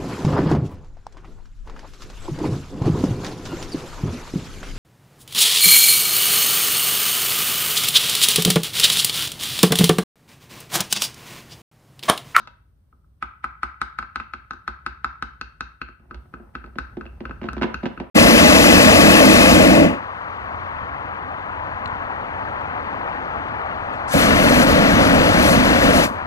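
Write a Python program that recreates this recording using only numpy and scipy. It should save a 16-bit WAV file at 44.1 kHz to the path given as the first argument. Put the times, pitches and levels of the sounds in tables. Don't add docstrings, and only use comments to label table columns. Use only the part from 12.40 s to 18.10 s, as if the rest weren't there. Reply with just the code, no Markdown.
import sys
import numpy as np
from scipy import signal
from scipy.io import wavfile

SR = 44100
rng = np.random.default_rng(int(sys.argv[2]) if len(sys.argv) > 2 else 0)


def master_out(mix):
    frames = np.transpose(np.atleast_2d(mix))
    ceiling = np.clip(frames, -1, 1)
    pcm = np.round(ceiling * 32767).astype(np.int16)
    wavfile.write(sys.argv[1], SR, pcm)


def voltage_ratio(decibels):
    exponent = np.asarray(decibels, float) / 20
    return 10 ** exponent


N = 251370
LEAD = 4410


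def rms_one(x):
    return x / np.sqrt(np.mean(x ** 2) + 1e-20)


def butter(x, order, hz, kind="low"):
    return signal.sosfilt(signal.butter(order, hz, kind, fs=SR, output="sos"), x)


def at_hz(points, hz, column=1):
    return np.interp(np.log(hz), np.log(np.array(points)[:, 0]), np.array(points)[:, column])


def in_time(rows):
    s, value = np.transpose(rows)
    return np.interp((np.arange(N + LEAD) - LEAD) / SR, s, value)


def train(times, level_db):
    clicks = np.zeros(N + LEAD)
    np.add.at(clicks, np.round(times * SR).astype(int) + LEAD, voltage_ratio(level_db))
    return clicks


def ring(clicks, hz, t60):
    r = voltage_ratio(-60 / (t60 * SR))
    w = 2 * np.pi * hz / SR
    return signal.lfilter([0, np.sin(w)], [1, -2 * r * np.cos(w), r * r], clicks + 1e-18)


def strike(times, level_db, modes, spread_db, contact_s, travel_s=0.):
    out = 0
    luck = rng.standard_normal((len(times), len(modes)))
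    push = np.hanning(max(round(contact_s * SR), 1) + 2)[1:-1]
    for k, (hz, left_db, right_db, t60) in enumerate(modes):
        arrival = times + travel_s * np.sqrt(300 / hz)
        clicks = train(arrival, level_db + spread_db * luck[:, k])
        force = np.convolve(clicks, push)[:N + LEAD]
        loss = abs(np.sum(push * np.exp(-2j * np.pi * hz / SR * np.arange(len(push)))))
        sides = voltage_ratio(np.array([[left_db], [right_db]]))
        out = out + ring(force / loss, hz, t60) * sides * (-1) ** k
    return out


def crack(times, level_db, low_hz, high_hz, t60, alike):
    fade = signal.lfilter([1], [1, -voltage_ratio(-60 / (t60 * SR))], train(times, level_db) + 1e-18)
    mid, side = rng.standard_normal((2, N + LEAD))
    burst = fade * (mid + (1 - alike) * side * [[1], [-1]])
    burst = butter(burst, 3, low_hz, "high")
    burst = butter(burst, 1, high_hz)
    return butter(burst, 3, 2.435 * high_hz)


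def bands(length, low_hz, count):
    white = rng.standard_normal((2, 2, length))
    for k in range(count):
        low = low_hz * 2 ** (k / 2)
        high = min(low_hz * 2 ** (k / 2 + .5), .45 * SR)
        yield np.sqrt(low * high), butter(white[k % 2], 2, [low, high], "band")


# t/s, level/dB
EFFORT = [(0.0, 5), (0.13, -0.9), (1.09, -0.7), (1.78, 2), (3.3, 3.5), (3.46, -3.5), (3.84, 6), (4.21, 4.5),
          (4.52, 9.5), (4.7, 9.5), (5.11, 14), (5.27, 14.5), (5.46, 12), (5.59, 11), (5.7, 2)]


def arm_effort():
    return in_time(EFFORT)


# f/Hz, level/dB (per Hz)
RUMBLE = [(15, -62), (25, -21), (37, -27.5), (46, -7.5), (70, -2.5), (92, -20.5), (147, -9.5), (172, -26),
          (389, -35), (696, -41.5), (1340, -44.5), (1770, -53), (6500, -60.5), (8450, -91), (14300, -120)]
# f/Hz, likeness (1 = the same)
LIKENESS = [(60, 0.96), (240, 0.89), (950, -0.59), (3770, -0.81), (15000, -1.1)]


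def rumble(effort_db):
    out = 0
    for hz, (mid, side) in bands(N + LEAD, 24.64, count=16):
        alike = np.clip(at_hz(LIKENESS, hz), 0, .99)
        both = np.sqrt(1 + alike) * mid + np.sqrt(1 - alike) * side * [[1], [-1]]
        out = out + voltage_ratio(at_hz(RUMBLE, hz)) * both
    return voltage_ratio(-55.5 + effort_db) * rms_one(out)


# lowest f/Hz, highest f/Hz, level/dB
HISS_BANDS = [(3000, 7000, -6), (7700, 11000, 0), (12400, 15500, 0)]


def hiss(effort_db):
    white = rng.standard_normal((2, N + LEAD))
    noise = 0
    for low_hz, high_hz, level_db in HISS_BANDS:
        noise = noise + voltage_ratio(level_db) * rms_one(butter(white, 6, [low_hz, high_hz], "band"))
    late = in_time([(3.55, 0), (3.81, 1)])
    late_hiss = late * voltage_ratio(-83.5 + .15 * effort_db)
    return np.hypot(voltage_ratio(-87.5), late_hiss) * noise


FIRST_BOUNCE_S = .00381
# left t/s, right t/s, left level/dB, right level/dB
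ECHOES = [(FIRST_BOUNCE_S, FIRST_BOUNCE_S, -33, -21.5), (.0085, .011, -24, -11.5),
          (.041, 0.047, -42.5, -29), (0.045, 0.057, -31, -28.5), (.065, .066, -40.5, -39.5),
          (0.115, .111, -54, -31), (0.13, 0.11, -32, -27)]
# f/Hz, level/dB, t/s to fall by 60 dB
TAIL = [(150, -28, 0.27), (403, -20, 0.3), (1080, -18.5, 0.4), (1464, -24, 0.47), (2870, -25, 0.46),
        (4400, -24, 0.35), (10200, -27.5, .2)]


def kitchen(x):
    t = np.arange(SR * 7 // 10) / SR
    answer = np.zeros((2, len(t)))
    for left_s, right_s, left_db, right_db in ECHOES:
        answer[[0, 1], [round(left_s * SR), round(right_s * SR)]] += voltage_ratio(np.array([left_db, right_db]))
    answer = butter(answer, 2, 2800)
    swell = 1 - np.exp(-(t / 0.0009) ** 2)
    for hz, noise in bands(len(t), 105.1, count=14):
        fade_db = -60 * t / at_hz(TAIL, hz, column=2)
        answer += noise * swell * voltage_ratio(at_hz(TAIL, hz) + fade_db - 14.5)
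    return signal.fftconvolve(x, answer, axes=1)[:, :x.shape[1]]


def slab(times, level_db):
    hz, t60_s, lag_s = 62, .13, .004
    once = ring(train(times + lag_s, level_db - 3), hz, t60_s)
    twice = ring(once, hz, t60_s)
    top = t60_s * SR / np.log(1000) / (2 * np.e)
    return twice / top * voltage_ratio(np.array([[-1.3], [1.3]]))


# f/Hz, left level/dB, right level/dB, t/s to fall by 60 dB
COUNTER = [(129.2, -23.5, -24, 0.37), (219.3, -1.5, 0.5, 0.12), (259.4, -3.5, -2.5, 0.055),
           (351.8, -2.5, 0.5, 0.063), (443, -15.5, -9.5, 0.049), (527.6, -11, -8, 0.039),
           (676, -2, -5.5, 0.02), (831.8, -10, -10.5, 0.0055)]


def counter(times, level_db, spread_db, contact_s, travel_s=0.):
    return strike(times, level_db, COUNTER, spread_db, contact_s, travel_s)


def chatter_db(times, landing_s, landing_db):
    rest_db, fade_db_per_s = -56.5, 108
    since = times[:, None] - landing_s
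    left_db = np.where(since > 0, landing_db - 18.5 - fade_db_per_s * since, rest_db)
    return np.maximum(left_db.max(axis=1), rest_db)


EARLIER_S, FIRST_KNOCK_S = -.03, .073
# t/s, peak level/dB, glass
# edge level/dB, slab level/dB
LANDINGS = [
    (EARLIER_S, -39, 2.3, -14),
    (FIRST_KNOCK_S, -54, 15.6, -13),
            (3.596, -51, -11, 9), (3.744, -38.5, -1.5, 30), (3.998, -35.5, -27, -4), (4.356, -30, -16, -2),
          (4.569, -23, -17.5, -23), (4.654, -33, -10.5, -17), (4.805, -24.5, -13.5, 4),
          (4.894, -31, -11.5, 0.1), (5.015, -22, -16, -2), (5.031, -32, -5, 0), (5.04, -20, -16, -14),
          (5.054, -29, -9.5, -9), (5.065, -47, 1.5, 11), (5.166, -20.5, -14.5, 9), (5.18, -30, -5, -23),
          (5.213, -12.5, -15.5, -10), (5.221, -29.5, 9.5, -12), (5.231, -25, 4, 9),
          (5.238, -13, -16.5, -13), (5.431, -18.5, -18, 1), (5.436, -32.5, -6, -4), (5.456, -16, -8, -9),
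          (5.463, -23, -9.5, 0.1), (5.476, -37, -51, -11), (5.6, -18.5, -12, -7), (5.611, -28, -18, -7)]
# f/Hz, left level/dB, right level/dB, t/s to fall by 60 dB
FOOT = [(941, 11.5, 10, 0.052), (1520, -18.5, 18.5, 0.017), (2110, 10, 17, 0.0057), (2810, 6.5, 4, 0.025)]


def mug():
    s, peak_db, edge_db, slab_db = np.transpose(LANDINGS)
    out = counter(s, peak_db - 3.5, spread_db=1.5, contact_s=0.0013, travel_s=0.0018)
    out += strike(s, peak_db + edge_db - 13.5, FOOT, spread_db=1.5, contact_s=0.00031)
    out += crack(s, peak_db + edge_db + 7.0, low_hz=520, high_hz=1544, t60=0.052, alike=0.43)
    touches = np.sort(rng.uniform(3.62, 5.68, 540))
    luck = np.minimum(rng.standard_normal(len(touches)), 1.8)
    touch_db = chatter_db(touches, s, peak_db) + 9.5 * luck
    out += counter(touches, touch_db - 15.0, spread_db=2.5, contact_s=0.0016)
    out += crack(touches, touch_db - 5.5, low_hz=247, high_hz=696, t60=0.066, alike=0.27)
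    return out, slab(s, peak_db + slab_db - 23.0)


def lead_in_swell(times, level_db, rise_s):
    backwards = train(times, level_db)[::-1] + 1e-18
    swell = signal.lfilter([1], [1, -np.exp(-1 / (rise_s * SR))], backwards)[::-1]
    rustle = swell * rng.standard_normal((2, N + LEAD))
    return butter(rustle, 2, [1000, 2200], "band")


# f/Hz, left level/dB, right level/dB, t/s to fall by 60 dB
WALL = [(915, -11, -11, .016), (990, -8, -7.5, .015), (1075, -8.5, -8, .016), (1165, -8, -8, .02),
        (1285, -1, -1.5, .025)]
MIDDLE_WALL = [(1329, -6, -5.5, 0.024)]
UPPER_WALL = [(1500, 0, -10, .024), (1750, -9, -13, .013)]


def glass_wall(s, peak_db, rim_db, hard_db):
    low_db = peak_db + 3.5 - 0.33 * s
    upper_db = peak_db + 2 + 0.21 * rim_db + 0.18 * hard_db + 0.74 * s
    out = strike(s - .0003, low_db, WALL, spread_db=.7, contact_s=.0005)
    out -= strike(s - .00041, upper_db + 8, UPPER_WALL, spread_db=.7, contact_s=.0005)
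    out += strike(s, upper_db + 4.5, MIDDLE_WALL, spread_db=4.5, contact_s=0.00032)
    return out


# f/Hz, left level/dB, right level/dB, t/s to fall by 60 dB
EDGE = [(1961, 1.5, 3, 0.032), (2330, 8.5, 8, 0.0081), (2824, -18, -16, 0.0088)]


def glass_edge(s, peak_db, rim_db):
    light_db = -29.5
    level_db = peak_db + 3 + 0.43 * rim_db + 0.43 * np.maximum(peak_db, light_db)
    out = strike(s, level_db - 3.5, EDGE, spread_db=1.5, contact_s=0.00053)
    return out + crack(s, level_db + 3.5, low_hz=1650, high_hz=1820, t60=0.052, alike=0.33)


# f/Hz, left level/dB, right level/dB, t/s to fall by 60 dB
RIM = [(2510, -3.5, -3, 0.026), (2696, 1, 0.5, 0.017)]
HIGH_RIM = [(4450, -3.5, -3, 0.023), (4170, -3.5, -6.5, .02)]


def glass_rim(s, peak_db, rim_db, hard_db):
    high_db = peak_db - 1.5 + 0.74 * rim_db + 0.41 * hard_db
    out = strike(s + .0012, peak_db + rim_db + 1.5, RIM, spread_db=1.5, contact_s=.0002)
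    return out + strike(s + .0012, high_db + 1.5, HIGH_RIM, spread_db=2.5, contact_s=.0001)


# f/Hz, left level/dB, right level/dB, t/s to fall by 60 dB
TICK = [(3880, 6, 5.5, 0.0049), (3660, -3.5, -10.5, 0.014), (4810, -9, 0.5, 0.0044),
        (6180, -15.5, -8, 0.011)]


def glass_tick(s, level_db):
    out = strike(s, level_db + 5.0, TICK, spread_db=1.5, contact_s=0.000053)
    return out + crack(s, level_db + 4.0, low_hz=3170, high_hz=3100, t60=0.021, alike=0.16)


# f/Hz, left level/dB, right level/dB, t/s to fall by 60 dB
STEEL = [(8390, 4, 1, 0.0035), (9100, -6.5, 0, 0.0042), (9750, -5, -9, 0.0029), (13500, -10.5, -10, .004),
         (14600, -10.5, -13.5, .004)]
# t/s, peak level/dB
RATTLES = [
    (5.1302, -41.5),
    (5.2235, -53),
    (5.2315, -47),
    (5.5987, -60),
]


def spoon_steel(s, peak_db, hard_db):
    steel_db = 3.5 + 2.21 * peak_db + 0.28 * hard_db
    rattle_s, rattle_db = np.transpose(RATTLES)
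    times = np.r_[s + .0005, rattle_s + .0013]
    return strike(times, np.r_[steel_db, rattle_db], STEEL, spread_db=1.5, contact_s=.00004)


# t/s, peak level/dB, nearness to the rim level/dB, hardness level/dB
STROKES = [(0.8254, -16, -20.5, -39), (1.042, -15, -25, -40), (1.2315, -14, -21.5, -27.5),
           (1.4156, -14, -20, -21), (1.5874, -18.5, -16.5, -20.5), (1.7579, -19, -14.5, -19.5),
           (1.936, -23.5, -12, -23), (2.1083, -25, -14.5, -17), (2.278, -19, -16, -19.5),
           (2.4634, -19.5, -13.5, -16.5), (2.6446, -20, -13.5, -17), (2.8244, -20.5, -15, -15.5),
           (3.0121, -27.5, -1.5, -8), (3.2073, -26, -3, -7.5), (3.4153, -25, -3, -25),
           (3.7098, -30, -18.5, -33), (3.9387, -29, -15.5, -36), (4.1521, -22.5, -11.5, -34),
           (4.3854, -20, -11.5, -16.5), (4.6101, -29.5, -15, -26), (4.8531, -25, -12, -37.5),
           (5.087, -26, -3.5, -24), (5.3426, -25.5, -2.5, -12), (5.5752, -32, -5.5, -35)]
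EARLIER_STROKE = (EARLIER_S, -25.5, -21, -7)
GRAZES = [(0.0738, -41.5, -3, -6.5), (0.5272, -48.5, -50, -53), (0.6441, -60, -41, -36),
          (1.6262, -27.5, -15, -28), (1.7994, -22, -12, -41), (2.1341, -31.5, -27, -18.5),
          (3.4864, -36.5, -10, -26), (3.7451, -47, -3, -5), (4.2409, -32.5, -16.5, -45),
          (4.2607, -52, -2, -9), (4.6626, -44.5, 5.5, -34), (4.9094, -31, -9, -29.5),
          (5.1318, -29.5, -41, -12)]


def spoon():
    s, peak_db, rim_db, hard_db = np.transpose([*STROKES, EARLIER_STROKE, *GRAZES])
    glass = lead_in_swell(s, peak_db - 11.5, rise_s=0.0049)
    glass += glass_wall(s, peak_db, rim_db, hard_db)
    glass += glass_edge(s, peak_db, rim_db)
    glass += glass_rim(s, peak_db, rim_db, hard_db)
    glass += glass_tick(s, peak_db + hard_db)
    glass += spoon_steel(s, peak_db, hard_db)
    glass = butter(glass, 4, 800, "high")
    shove_db = -29 + 0.64 * peak_db + 3 * s
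    shove = counter(s, shove_db - 4.5, spread_db=2.0, contact_s=0.002503, travel_s=.0015)
    return glass + shove, slab(s, shove_db)


def scene():
    effort_db = arm_effort()
    floor = rumble(effort_db) + hiss(effort_db)
    knocks, rock = mug()
    clacks, sway = spoon()
    near = clacks + knocks
    near[1] = np.roll(near[1], 4)
    return (near + kitchen(near) + sway + rock + floor)[:, LEAD:]


def deaf(x, low_hz, high_hz, left_db, order):
    cut = butter(x, order, [low_hz, high_hz], "stop")
    return cut + voltage_ratio(left_db) * (x - cut)


def roll_off(x):
    return signal.sosfilt(signal.butter(12, 16450, fs=SR, output="sos"), x)


def record(dry):
    x = butter(dry, 6, 42, "high")
    x = deaf(x, 7070, 7300, left_db=-16.5, order=1)
    x = deaf(x, 11120, 12300, left_db=-18, order=3)
    x = signal.sosfilt(signal.cheby2(10, 50, 16500, fs=SR, output="sos"), x)
    return roll_off(x)


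dry = scene()
out = record(dry)
master_out(out)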